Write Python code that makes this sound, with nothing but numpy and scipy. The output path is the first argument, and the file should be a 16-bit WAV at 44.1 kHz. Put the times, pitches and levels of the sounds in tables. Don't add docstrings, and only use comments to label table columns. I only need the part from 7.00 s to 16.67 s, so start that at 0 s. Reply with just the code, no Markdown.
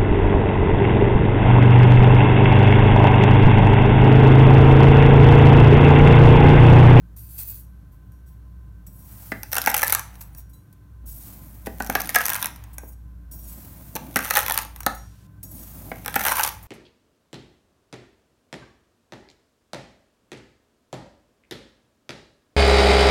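import sys
import numpy as np
from scipy import signal
from scipy.fft import rfft, irfft
from scipy.io import wavfile
from scipy.ndimage import uniform_filter1d

SR = 44100
rng = np.random.default_rng(int(sys.argv[2]) if len(sys.argv) > 2 else 0)


def volts_from_decibels(level):
    exponent = np.asarray(level, float) / 20
    return 10 ** exponent


def master(y):
    cut = np.clip(np.atleast_2d(y).T, -1, 1)
    pcm = np.round(cut * 32767)
    wavfile.write(sys.argv[1], SR, pcm.astype(np.int16))


N = 426447

# (frequency [Hz], level [dB per Hz])
AIR = [(41, -32.5), (70, -6.5), (87, -7), (188, -14), (217, -36.5), (293, -25), (395, -41), (894, -49.5),
       (998, -42), (1550, -42), (3000, -80.5)]
# (time [s], level [dB])
HUM = [(0.0, -44), (0.78, -43), (0.86, -49), (1.61, -40), (1.96, -47), (3.5, -43.5), (3.66, -59.5),
       (4.07, -37), (4.25, -48.5), (4.85, -38), (5.33, -52), (5.66, -41.5), (6.52, -41), (6.63, -48.5),
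       (8.0, -40.5), (8.24, -56.5), (8.59, -45), (9.67, -47.5)]
# (frequency [Hz], width [Hz], level [dB])
WHINE = [(104.4, 6.9, -51), (185.6, 12, -59.5), (292.2, 3.3, -68), (1030, 8, -72.5), (1540, 16, -74.5)]
# (frequency [Hz], level [dB per Hz])
HISS = [(1180, -36), (2000, -18.5), (4550, -11), (4790, -36.5), (5380, -10), (7650, -11.5), (15100, -4),
        (16500, -14)]
AIR_DB, HISS_DB = -50.5, -73
HUM_HZ, HUM_WIDTH_HZ = 57.7, 2
ROOM_T60_S, ROOM_DB = 0.34, -12
LOW_CUT_HZ, TOP_HZ = 37, 15800

# (time [s], level [dB])
FAINT_HISS = [
    [(7.87, -61), (8.268, -64.5)],
]

# (edge touches [s], pack starts to give [s], edge is through [s], blade is clear [s], hand's weight [dB])
SLICES = [
    (1.871, 2.34, 3.05, 3.4, -53.5),
    (4.04, 4.678, 5.55, 5.94, -50),
    (6.315, 6.948, 7.63, 8.01, -48),
    (8.432, 8.908, 9.34, 12.9, -46.5),
]
LEAN_DB, EASE_S, EASE_DB = -5, 0.14, -11
SINK_S = 0.25
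PUSH_DB = (-93, -60, -64, -50.5, -63.5)
BARE_DB = (17, -8, -14, -14, 18)
CHOP_PUSH_DB, CHOP_BARE_DB, CHOP_END_S = -99, 9, 1

# (frequency [Hz], level [dB], decay t60 [s])
TABLE = [(530, -12, .07), (790, 0, .045), (940, -3, .05), (1100, -4, .04), (1310, -4, .045),
         (1470, -6, .045), (1640, -1, .045), (1850, -4, .04), (2150, -6, .03), (2450, -12, .03)]
# (time [s], frequency [Hz])
ANSWER = [
    [(2.3, 1500), (2.968, 1490), (3.05, 1070)],
    [(4.66, 1280), (5.18, 1560), (5.5, 1410)],
    [(6.94, 800), (7.212, 1610), (7.66, 1000)],
    [(8.9, 1300), (9.2, 1570), (9.52, 980)],
]
HARD_DB_PER_OCTAVE, PIVOT_HZ = 13.5, 1215
HEEL_S = (2.86, 5.24, 7.42, 9.24)
HEEL_RAMP_S, HEEL_STAY_S = 0.07, 0.4
HEEL_DB, MUTE_DB, DETUNE = 9, 8, 0.053
MUTED_FROM_HZ, MUTED_TO_HZ = 880, 1200

# (time [s], low peak [dB], dull knock [dB], hard knock [dB], knock tone [Hz])
THUDS = [(2.319, -19.5, -26.5, -19, 1803), (2.674, -22, -13, -10, 790), (2.83, -41.5, -24, -14, 1686),
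         (4.671, -19, -41, -30.5, 1500), (4.804, -22.5, -18.5, -21, 1500), (4.896, -18.5, -31, -40, 825),
         (4.954, -18.5, -19, -10.5, 740), (5.1602, -27, -12, -6, 1672), (5.834, -34.5, -40.5, -55, 790),
         (6.955, -23, -35.5, -36, 806), (7.162, -17.5, -23, -13, 1963), (7.308, -56.5, -29, -16, 1680),
         (7.37, -40, -16, -13, 1710), (7.864, -19.5, -21.5, -12, 1293), (7.868, -42, -13.5, -28.5, 682),
         (8.916, -25.5, -28, -27.5, 1920), (9.162, -17.5, -16.5, -14, 792)]
THUD_HZ = 207.2

# (frequency [Hz], level [dB], decay t60 [s])
BLADE = [(5690, -18, 0.28), (9190, -8, 0.2), (6720, -16, 0.22), (7876, -16, 0.18), (8586, -22, 0.22),
         (9464, -23, 0.36), (10700, -16, .15), (11540, -5, 0.22), (11600, -19, 0.89), (12300, -8, .15),
         (12690, 0, 0.19), (13820, -2, 0.18), (15010, -3, 0.12), (14200, -5, 0.13)]
# (frequency [Hz], width [Hz], level [dB])
GRIPPED = [(6100, 190, -10), (9440, 400, 4), (11000, 150, 19.5), (12180, 990, 10), (14130, 150, 6.5),
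           (15900, 140, 16.5)]
# (frequency [Hz], level [dB per Hz])
GRIT = [(1290, -12), (2200, -0.5), (4980, -7.5), (5750, -2.5), (7530, -7.5), (9220, -4.5), (14400, 1),
        (16500, -10)]
# (frequency [Hz], level [dB per Hz])
GLIDE = [(1290, -14.5), (2200, -16.5), (3410, -16), (6100, -13), (9950, -9), (14700, 0), (16100, -4.5),
         (16500, -28)]
# (frequency [Hz], width [Hz], level [dB])
BANDS = [(5700, 44, -11), (6700, 32, -9), (7890, 53, -6), (8600, 33, -13), (9200, 74, -2), (9500, 44, -13),
         (10600, 110, -7), (11600, 51, -2), (12300, 58, 0), (12700, 75, -7), (13300, 96, -7),
         (14100, 84, -2), (15000, 240, -4), (15600, 53, -3)]
# (frequency [Hz], width [Hz], level [dB])
CHOP_BANDS = [(2590, 60, -26), (4420, 50, -20), (4780, 60, -19), (6250, 34, -16), (7790, 90, -16),
              (12500, 60, -8), (8870, 120, -8), (10200, 46, -2), (11700, 130, -3), (12900, 88, -6),
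              (13200, 100, -1), (14100, 86, -5), (14800, 160, 0)]
FLUTTER_DB, FLUTTER_S = 3.2, 0.05
# (time [s], scuff peak [dB], scuff length [s], ring [dB], tilt [dB per octave])
PINGS = [(0.163, -38.5, 0.025, -44, 6), (0.377, -25.5, 0.029, -60, 4), (0.468, -34.5, 0.05, -60, 8),
         (0.595, -62, 0.0099, -49, 1), (0.916, -58, 0.026, -80, -2), (1.12, -53, 0.0018, -59, 0),
         (5.731, -42, 0.012, -58, 6), (1.26, -55, 0.043, -61, -9), (1.865, -38.5, 0.0085, -70, -3),
         (3.207, -30, 0.01, -60, -3), (3.371, -43, 0.019, -53, -12), (3.415, -61, 0.005, -65, 1),
         (3.494, -52, 0.0097, -54.5, 2), (3.532, -48, 0.01, -48, 4), (3.726, -43.5, 0.0044, -71.5, 1),
         (4.057, -38.5, 0.052, -52, 18), (5.877, -47, 0.018, -52.5, 3), (5.922, -57, 0.0051, -54.5, -6.5),
         (6.312, -35, 0.016, -46.5, -5), (7.946, -38, 0.01, -44, -9), (7.975, -72, .004, -44, -11),
         (8.429, -30.5, 0.012, -42.5, -5), (9.626, -39, 0.011, -59, 10)]
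# (time [s], frequency [Hz], level [dB], decay t60 [s])
FLEX = (3.535, 3978, -63, .45)
# (time [s], level [dB])
GLIDES = [
    [(0.168, -57), (0.368, -41), (0.46, -47), (0.595, -51.5), (0.625, -75)],
    [(1.867, -59.5), (2.159, -48.5), (2.316, -46.5)],
    [(3.0, -72), (3.22, -54), (3.3, -68), (3.39, -55), (3.44, -81)],
    [(4.055, -55), (4.253, -44.5), (4.393, -50), (4.66, -57)],
    [(5.48, -56), (5.58, -66), (5.78, -65), (5.83, -54), (5.93, -57)],
    [(6.316, -52), (6.508, -45.5), (6.676, -50), (6.94, -51)],
    [(7.63, -63), (7.906, -56), (8.0, -70)],
    [(8.433, -65), (8.51, -46), (8.57, -43.5), (8.713, -46.5), (8.9, -46.5)],
    [(9.5, -43), (9.558, -55), (9.67, -68)],
]
LIFT_S = 0.018

# (time [s], level [dB])
LOAD = [
    [(2.316, -58), (2.51, -68), (2.56, -42), (2.703, -48), (2.753, -38.5), (2.825, -42), (2.865, -32),
     (3.0, -51.5)],
    [(4.66, -38), (4.694, -63), (4.976, -35.5), (5.144, -44.5), (5.308, -30), (5.338, -33.5), (5.48, -42)],
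    [(6.94, -68), (7.218, -38), (7.334, -30.5), (7.438, -38), (7.492, -33), (7.594, -37.5), (7.63, -42)],
    [(8.9, -49), (9.03, -54), (9.136, -42.5), (9.268, -25), (9.31, -24), (9.346, -28.5), (9.5, -30)],
]
LOAD_HISS_DB, LOAD_PUSH_DB, RUB_DB = -2.5, -5, -53

# (time [s], treble peak [dB], table peak [dB])
FIRST = [(2.4322, -16, -27.5), (2.5172, -18.5, -30.5), (2.523, -17.5, -38.5), (2.5286, -13.5, -21),
         (2.5311, -5.5, -18.5), (2.5441, -15.5, -26), (2.5537, -12.5, -20.5), (2.5654, -11, -18.5),
         (2.5682, -8.5, -13), (2.582, -4.5, -12), (2.6168, -9.5, -32.5), (2.621, -16.5, -41),
         (2.6403, -18, -25.5), (2.6494, -23, -28.5), (2.6611, -5, -17.5), (2.6726, -8, -2),
         (2.6783, -12.5, -16), (2.6828, -14.5, -22.5), (2.6924, -15.5, -24.5), (2.6973, -14, -25.5),
         (2.7008, -9.5, -24.5), (2.7034, -14.5, -23), (2.7152, -16, -23.5), (2.7426, -3, -10.5),
         (2.7463, -6.5, -13.5), (2.7655, -7, -21.5), (2.7682, -10, -21), (2.7784, -4, -25.5),
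         (2.785, -10.5, -28), (2.7929, -12, -20), (2.7963, -15, -23.5), (2.8112, -16, -31.5),
         (2.8185, -8, -18), (2.8306, -4, -5.5), (2.8325, -10.5, -19.5), (2.8356, -6, -27.5),
         (2.845, -12.5, -34), (2.8682, -14, -35), (2.8741, -10.5, -28.5), (2.88, -6, -29),
         (2.8972, -9.5, -19.5), (2.903, -9, -24), (2.9067, -17.5, -37.5), (2.9237, 0.5, -8.5),
         (2.9273, -6.5, -18.5), (2.935, -10.5, -30), (2.9396, -12, -38.5), (2.9489, 1.5, -12),
         (2.9862, -28, -26), (2.9942, -14, -23)]
# (time [s], treble peak [dB], table peak [dB])
SECOND = [(4.6688, -23, -22.5), (4.673, -39, -32.5), (4.801, -23, -32), (4.8226, -16.5, -33.5),
          (4.8464, -21, -40.5), (4.864, -21.5, -32), (4.872, -22, -36.5), (4.8986, -12, -10.5),
          (4.909, -27, -31), (4.9521, -8.5, -10.5), (5.001, -18.0, -17.5), (5.0048, -9.5, -25),
          (5.0175, -12, -26.5), (5.037, -29, -29.5), (5.057, -21, -35.5), (5.0733, -20, -30),
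          (5.0923, -8.5, -19), (5.0986, -17, -38), (5.104, -20.5, -31), (5.145, -12.5, -22),
          (5.1482, -6, -10), (5.1573, 2, -13.5), (5.1605, -4, -7), (5.1782, -23, -15.5), (5.1858, -10, -28),
          (5.2027, -24, -19), (5.2072, -16, -16.5), (5.214, -15, -21), (5.2166, -19, -30),
          (5.2276, -25, -35), (5.2551, -4.5, -17), (5.264, -9, -36.5), (5.2824, -10, -17), (5.294, -8, -26),
          (5.301, -7, -18), (5.3055, -19, -30), (5.318, -27, -20), (5.3219, -22, -31), (5.3332, -9.0, -20),
          (5.345, -10.5, -24), (5.3537, -14, -16.5), (5.3627, -13, -24), (5.383, -31, -24),
          (5.392, -30, -43), (5.398, -27, -34), (5.404, -26, -45), (5.4155, -21, -35), (5.42, -24, -23.5),
          (5.4264, -4.5, -18.5), (5.4445, -11, -18.5), (5.4575, -9, -19), (5.4687, -18, -45)]
# (time [s], treble peak [dB], table peak [dB])
THIRD = [(6.9533, -15.5, -31), (6.957, -15.5, -34), (6.9618, -16, -21), (6.9657, -19, -21.5),
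         (7.1593, -5.5, -8.5), (7.1683, -9, -13.5), (7.1714, -14, -22), (7.19, -12.5, -15.5),
         (7.228, -23, -27), (7.236, -24, -36), (7.2435, -22, -25), (7.2474, -13, -38.0),
         (7.254, -17, -21.5), (7.2622, -22, -27), (7.2715, -23, -30), (7.2783, -23, -23), (7.301, -29, -32),
         (7.3035, -16, -21), (7.3077, -4, -10.5), (7.3368, -13, -22), (7.3396, -14, -17),
         (7.3532, -6.5, -13), (7.3599, -6.5, -11), (7.3666, -9.5, -11), (7.3701, -0.5, -7),
         (7.3799, -8.5, -8.5), (7.3872, -11.5, -23), (7.3907, -5.5, -13.5), (7.3995, -14, -24),
         (7.4056, -12, -30), (7.415, -18, -26), (7.422, -19.5, -33), (7.43, -16, -25), (7.46, -23, -31),
         (7.4635, -13, -21), (7.482, -10, -14.5), (7.4948, -22.5, -16.5), (7.4975, -10, -16),
         (7.5086, -11, -11.5), (7.5215, -5, -24), (7.538, -27, -36), (7.542, -12, -30),
         (7.5451, -15, -37.0), (7.5567, -22, -20), (7.567, -25, -29), (7.576, -2.0, -12.5),
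         (7.588, -10, -15.5), (7.615, -24, -37), (7.6176, -25, -37), (7.6213, -20.5, -36),
         (7.6308, -22, -38), (7.6496, -26, -30), (7.864, -2, -35)]
# (time [s], treble peak [dB], table peak [dB])
FOURTH = [(9.0475, -26, -35), (9.0605, -15, -18), (9.08, -14, -16), (9.0968, -24, -40.5),
          (9.1423, -15, -19.5), (9.152, -27, -32), (9.1563, -7, -24), (9.1595, -9, -8.5),
          (9.1635, -16, -25), (9.1937, -14.5, -18), (9.1974, -17, -29), (9.2078, -15, -18),
          (9.2138, -14.5, -20), (9.2283, -25, -31), (9.2373, -14, -23), (9.241, -20, -24),
          (9.2514, -9, -14.5), (9.254, -12, -14), (9.2647, -7, -12), (9.2731, -16.5, -21),
          (9.278, -20, -12), (9.2834, -8, -12), (9.2928, -14, -15), (9.2993, -19, -30), (9.3018, -19, -22),
          (9.3117, -18, -22), (9.3157, -15, -13), (9.3193, -8, -7), (9.3275, -12, -26), (9.3348, -19, -28),
          (9.356, -21, -20), (9.3685, -10, -21.0), (9.3815, -17, -12), (9.3848, -14, -32),
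          (9.389, -14, -23), (9.3956, -11, -8), (9.4034, -15, -36), (9.409, -10, -15), (9.4336, -4, -19),
          (9.4367, -1.5, -37), (9.4483, -9, -12.5), (9.4636, -14, -30), (9.476, -11.5, -20),
          (9.4895, -17, -27)]
# (time [s], treble peak [dB])
TICKS = [(3.2138, -28), (3.155, -35), (3.3485, -33), (3.225, -36), (5.5605, -31.5), (5.6391, -33),
         (5.7825, -21), (4.652, -41), (3.142, -42), (3.385, -38), (7.7612, -25.5), (7.788, -43),
         (7.805, -19), (7.832, -26.5)]
TICK_TABLE_DB = -10
TICK_RING_DB, TICK_DAMPING = -8, 9.0
THIN_HZ, THIN_SHARE, REACH_DB = 4630, 0.25, 5
SNAP_S, SNAP_GROWTH = 0.00105, 0.12
SNAP_RISE_S = 0.0002
ECHO_S, ECHO_SHARE = 0.0006, 0.5


def level(x, db):
    return x * volts_from_decibels(db) / np.sqrt(np.mean(x ** 2))


def band(x, hz, width_hz):
    return signal.lfilter(*signal.iirpeak(min(hz, 0.45 * SR), hz / width_hz, SR), x)


def colour(x, points):
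    hz, db = np.transpose(points)
    size = 4096
    grid = np.maximum(np.fft.rfftfreq(size, 1 / SR), 1)
    outline_db = np.maximum(np.interp(np.log(grid), np.log(hz), db), -70)
    cep = irfft(np.log(volts_from_decibels(outline_db)))
    cep[1:size // 2] *= 2
    cep[size // 2 + 1:] = 0
    return signal.oaconvolve(x, irfft(np.exp(rfft(cep))))[:len(x)]


def ring(modes, scatter_db, damping=1, rise_s=0.00027, count=1536):
    hz, db, t60 = np.transpose(modes)[:, :, None]
    t = np.arange(count) / SR
    gain = volts_from_decibels(db + scatter_db * rng.standard_normal(hz.shape))
    waves = np.sin(2 * np.pi * (hz * t + rng.random(hz.shape)))
    decay = np.exp(-np.log(1000) * t * damping / t60)
    y = (1 - np.exp(-t / rise_s)) * (gain * waves * decay).sum(0)
    return y / np.abs(y).max()


def add(out, s, x):
    i = int(s * SR)
    out[i:i + len(x)] += x[:N - i]


def grains(coarse_db, per_s):
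    hit = rng.random(N) < per_s / SR
    size_db = coarse_db * np.minimum(rng.exponential(size=N), 4)
    return hit * rng.standard_normal(N) * volts_from_decibels(size_db)


def walk(per_s):
    k = int(SR / per_s)
    steps = np.repeat(rng.standard_normal(N // k + 1), k)
    return 1.3 * uniform_filter1d(steps, k)[:N]


def gains(tables):
    t = np.arange(N) / SR
    out = np.zeros((len(tables[0][0]) - 1, N))
    for rows in tables:
        s, *columns = np.transpose(rows)
        on = (t > s[0]) & (t <= s[-1])
        out[:, on] = [volts_from_decibels(np.interp(t[on], s, db)) for db in columns]
    return out


def room_tone():
    s, db = np.transpose(HUM)
    t = np.arange(N) / SR
    hum = np.sin(2 * np.pi * np.cumsum(HUM_HZ + HUM_WIDTH_HZ * walk(6)) / SR)
    hum = level(hum, 0) * volts_from_decibels(np.interp(t, s, db))
    whine = sum(level(band(rng.standard_normal(N), hz, width), db) for hz, width, db in WHINE)
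    air = level(colour(rng.standard_normal(N), AIR), AIR_DB)
    hiss = level(colour(rng.standard_normal(N), HISS), HISS_DB)
    return hum + whine + air + hiss


def faint_hiss():
    return gains(FAINT_HISS)[0] * level(band(rng.standard_normal(N), 3000, 11000), 0)


def groan():
    rub = rng.standard_normal(N) * volts_from_decibels(3.2 * walk(30))
    weight = [[(touch, db + LEAN_DB), (bite, db), (through - EASE_S, db), (through + 0.05, db + EASE_DB)]
              for touch, bite, through, _, db in SLICES]
    low = level(band(band(rub, 190, 180), 190, 180), -0.054)
    high = level(band(band(rub, 520, 300), 520, 300), -11)
    return gains(weight)[0] * (low + high)


def hardness():
    return gains([[(s, HARD_DB_PER_OCTAVE * np.log2(hz / PIVOT_HZ)) for s, hz in rows] for rows in ANSWER])[0]


def heel_down():
    t = np.arange(N) / SR
    return sum(np.clip((t - s) / HEEL_RAMP_S, 0, 1) * (t < s + HEEL_STAY_S) for s in HEEL_S)


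def table_top(rub, hard, heel=0):
    parts = TABLE[:2], TABLE[2:4], TABLE[4:]
    low, mid, sharp = (level(sum(volts_from_decibels(db) * band(rub, hz, 7 / t60) for hz, db, t60 in part), 0)
                       for part in parts)
    dull = low * volts_from_decibels(-HEEL_DB * heel) + mid * volts_from_decibels(MUTE_DB * heel)
    return volts_from_decibels(-8.5) * (dull + hard * sharp) / np.sqrt(1 + hard ** 2)


def knock(dull_db, hard_db, tones=(), heel=0):
    crowd = [(hz, -hz / 350 - max(hz - 2500, 0) / 70, 0.025) for hz in rng.uniform(600, 3400, size=20)]
    detune = 1 + DETUNE * rng.standard_normal(len(TABLE + crowd))

    def damped(hz):
        if hz < MUTED_FROM_HZ:
            return HEEL_DB * heel
        return MUTE_DB * (1 - heel) * (hz < MUTED_TO_HZ)

    modes = [(hz, db - damped(hz), t60, d) for (hz, db, t60), d in zip(TABLE + crowd, detune)]
    modes += [(*tone, 1) for tone in tones]
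    low = [(hz * d, db, t60) for hz, db, t60, d in modes if hz < 1150]
    high = [(hz * d, db, t60) for hz, db, t60, d in modes if hz >= 1150]
    dull = ring(low, 1.7, damping=1.5, rise_s=0.0017)
    hard = ring(high, 3, damping=1.9, rise_s=0.0027)
    return volts_from_decibels(dull_db) * dull + volts_from_decibels(hard_db) * hard


def thuds():
    out = np.zeros(N)
    edge = np.exp(-np.arange(512) / SR / 0.0044)
    low_modes = [(THUD_HZ, 0, 0.07), (270, -3, 0.07), (360, -4, 0.06), (440, -6, 0.06),
                 (530, -5, 0.06), (660, -4, 0.06), (780, -6, 0.05)]
    for s, db, dull_db, hard_db, knock_hz in THUDS:
        add(out, s, volts_from_decibels(db) * ring(low_modes, 0.48, rise_s=0.00023, count=8192))
        tones = [(knock_hz, 13.5 + 0.6 * hard_db, 0.065), (knock_hz * 1.12, 1, 0.035)]
        add(out, s, knock(dull_db, hard_db + 2.5, tones))
        slap = band(rng.standard_normal(len(edge)) * edge, 2000, 3800)
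        add(out, s, volts_from_decibels(hard_db - 7.5) * slap)
    return out


def contact():
    tables = [[(0, CHOP_PUSH_DB, CHOP_BARE_DB), (CHOP_END_S, CHOP_PUSH_DB, CHOP_BARE_DB)]]
    for touch, bite, through, clear, _ in SLICES:
        rows = list(zip((touch, touch + SINK_S, bite, through, clear), PUSH_DB, BARE_DB))
        tables += [rows[:3], rows[3:]]
    push, bare = gains(tables)
    return push * (gains(GLIDES)[0] > 0), bare


def brushed(rub, bare):
    span = int(FLUTTER_S * SR)
    drift = uniform_filter1d(rub, span) * np.sqrt(span)
    sides = []
    for bands in (CHOP_BANDS, BANDS):
        lines = sum(volts_from_decibels(db + FLUTTER_DB * np.roll(drift, 23 * int(hz))) * band(rub, hz, 0.85 * width)
                    for hz, width, db in bands)
        sides.append(level(lines, 0))
    steel_bands = bare * np.where(np.arange(N) < CHOP_END_S * SR, *sides)
    return (level(colour(rub, GLIDE), 0) + steel_bands) / np.sqrt(1 + bare ** 2)


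def sliding():
    hiss = gains(GLIDES)[0]
    push, bare = contact()
    rub = level(grains(1, per_s=15000) * volts_from_decibels(walk(70)), 0)
    scuffs, lines = np.zeros((2, N))
    t = np.arange(8192) / SR
    for s, db, lasting_s, ring_db, tilt_db in PINGS:
        add(scuffs, s, volts_from_decibels(db) * (1 - np.exp(-3 * t / lasting_s)) * np.exp(-t / lasting_s))
        modes = [(hz, 0.46 * mode_db + tilt_db * np.log2(hz / 8000), min(t60, 0.45))
                 for hz, mode_db, t60 in BLADE]
        add(lines, s, volts_from_decibels(ring_db) * ring(modes, 2, damping=0.51, count=16384))
    flex_s, flex_hz, flex_db, flex_t60_s = FLEX
    add(lines, flex_s, volts_from_decibels(flex_db) * ring([(flex_hz, 0, flex_t60_s)], 0, count=16384))
    bare = np.where(hiss > 0, bare, 1)
    lift = int(LIFT_S * SR)
    hiss = uniform_filter1d(hiss, lift, origin=lift // 2 - 1)
    on_steel = (hiss + scuffs) * brushed(rub, bare)
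    on_table = (push + volts_from_decibels(-60) * scuffs) * table_top(rub, volts_from_decibels(-3))
    return on_steel + lines + on_table


def steel(x):
    x = colour(x, GRIT)
    return x + sum(volts_from_decibels(min(db, 0)) * band(x, hz, max(width, 300)) for hz, width, db in GRIPPED)


def crushing():
    load = gains(LOAD)[0]
    rub = grains(2.8, per_s=8000) * volts_from_decibels(4 * walk(260))
    fine = (load > 0) * level(colour(rng.standard_normal(N), GLIDE), RUB_DB)
    on_steel = volts_from_decibels(LOAD_HISS_DB) * level(steel(rub), 0)
    on_table = volts_from_decibels(LOAD_PUSH_DB) * table_top(rub, hardness(), heel_down())
    return fine + load * (on_steel + on_table)


def snap(db):
    t = np.arange(512) / SR
    lasting_s = SNAP_S * volts_from_decibels(2 * rng.standard_normal() + SNAP_GROWTH * db)
    shape = np.exp(-t / lasting_s) * (1 - np.exp(-t / SNAP_RISE_S))
    burst = rng.standard_normal(512) * volts_from_decibels(3.4 * rng.exponential(size=512)) * shape
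    burst = burst - ECHO_SHARE * np.roll(burst, 2 + int(rng.random() * ECHO_S * SR))
    return burst * volts_from_decibels(db) / np.sqrt(np.sum(burst ** 2))


def cracks():
    bright, deep, wood = np.zeros((3, N))
    hard, heel = hardness(), heel_down()
    crumbs = [(s, db - 0.5, db + TICK_TABLE_DB) for s, db in TICKS]
    for s, db, table_db in FIRST + SECOND + THIRD + FOURTH + crumbs:
        burst = snap(db)
        add(bright, s, burst)
        add(deep, s, burst * np.clip(volts_from_decibels(table_db - db + REACH_DB), THIN_SHARE, 1))
        i = int(s * SR)
        lean_db = 10 * np.log10(hard[i] or 1)
        add(wood, s, knock(table_db - 8 - lean_db, table_db - 6 + lean_db, heel=heel[i]))
    blade_modes = [(hz, 0, min(t60, 0.3)) for hz, _, t60 in BLADE]
    for s, db in TICKS:
        add(wood, s, volts_from_decibels(db + TICK_RING_DB) * ring(blade_modes, 3.6, damping=TICK_DAMPING))
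    lows = signal.lfilter(*signal.butter(2, THIN_HZ, fs=SR), deep)
    highs = signal.lfilter(*signal.butter(2, THIN_HZ, "high", fs=SR), bright)
    click = np.zeros(2048)
    click[0] = 1
    steel_gain = np.sqrt(np.sum(steel(click) ** 2))
    return steel(lows - highs) / steel_gain * volts_from_decibels(10) + wood


def scene():
    near = sliding() + crushing() + cracks() + thuds() + groan()
    t = np.arange(SR // 2) / SR
    decay = np.exp(-np.log(1000) * t / ROOM_T60_S) * (t > 0.004)
    tail = band(rng.standard_normal(len(t)), 900, 5000) * decay
    wet = signal.oaconvolve(near, tail / np.sqrt(np.sum(tail ** 2)))[:N]
    return (near + volts_from_decibels(ROOM_DB) * wet + room_tone() + faint_hiss())[None]


def roll_off(x):
    return signal.sosfilt(signal.butter(12, 16980, fs=SR, output="sos"), x)


def record(dry):
    x = signal.sosfilt(signal.butter(4, LOW_CUT_HZ, "high", fs=SR, output="sos"), dry)
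    x = 0.92 * np.tanh(x / 0.92)
    x = signal.sosfilt(signal.ellip(8, 0.2, 60, TOP_HZ, fs=SR, output="sos"), x)
    return roll_off(x)


dry = scene()
out = record(dry)
master(out)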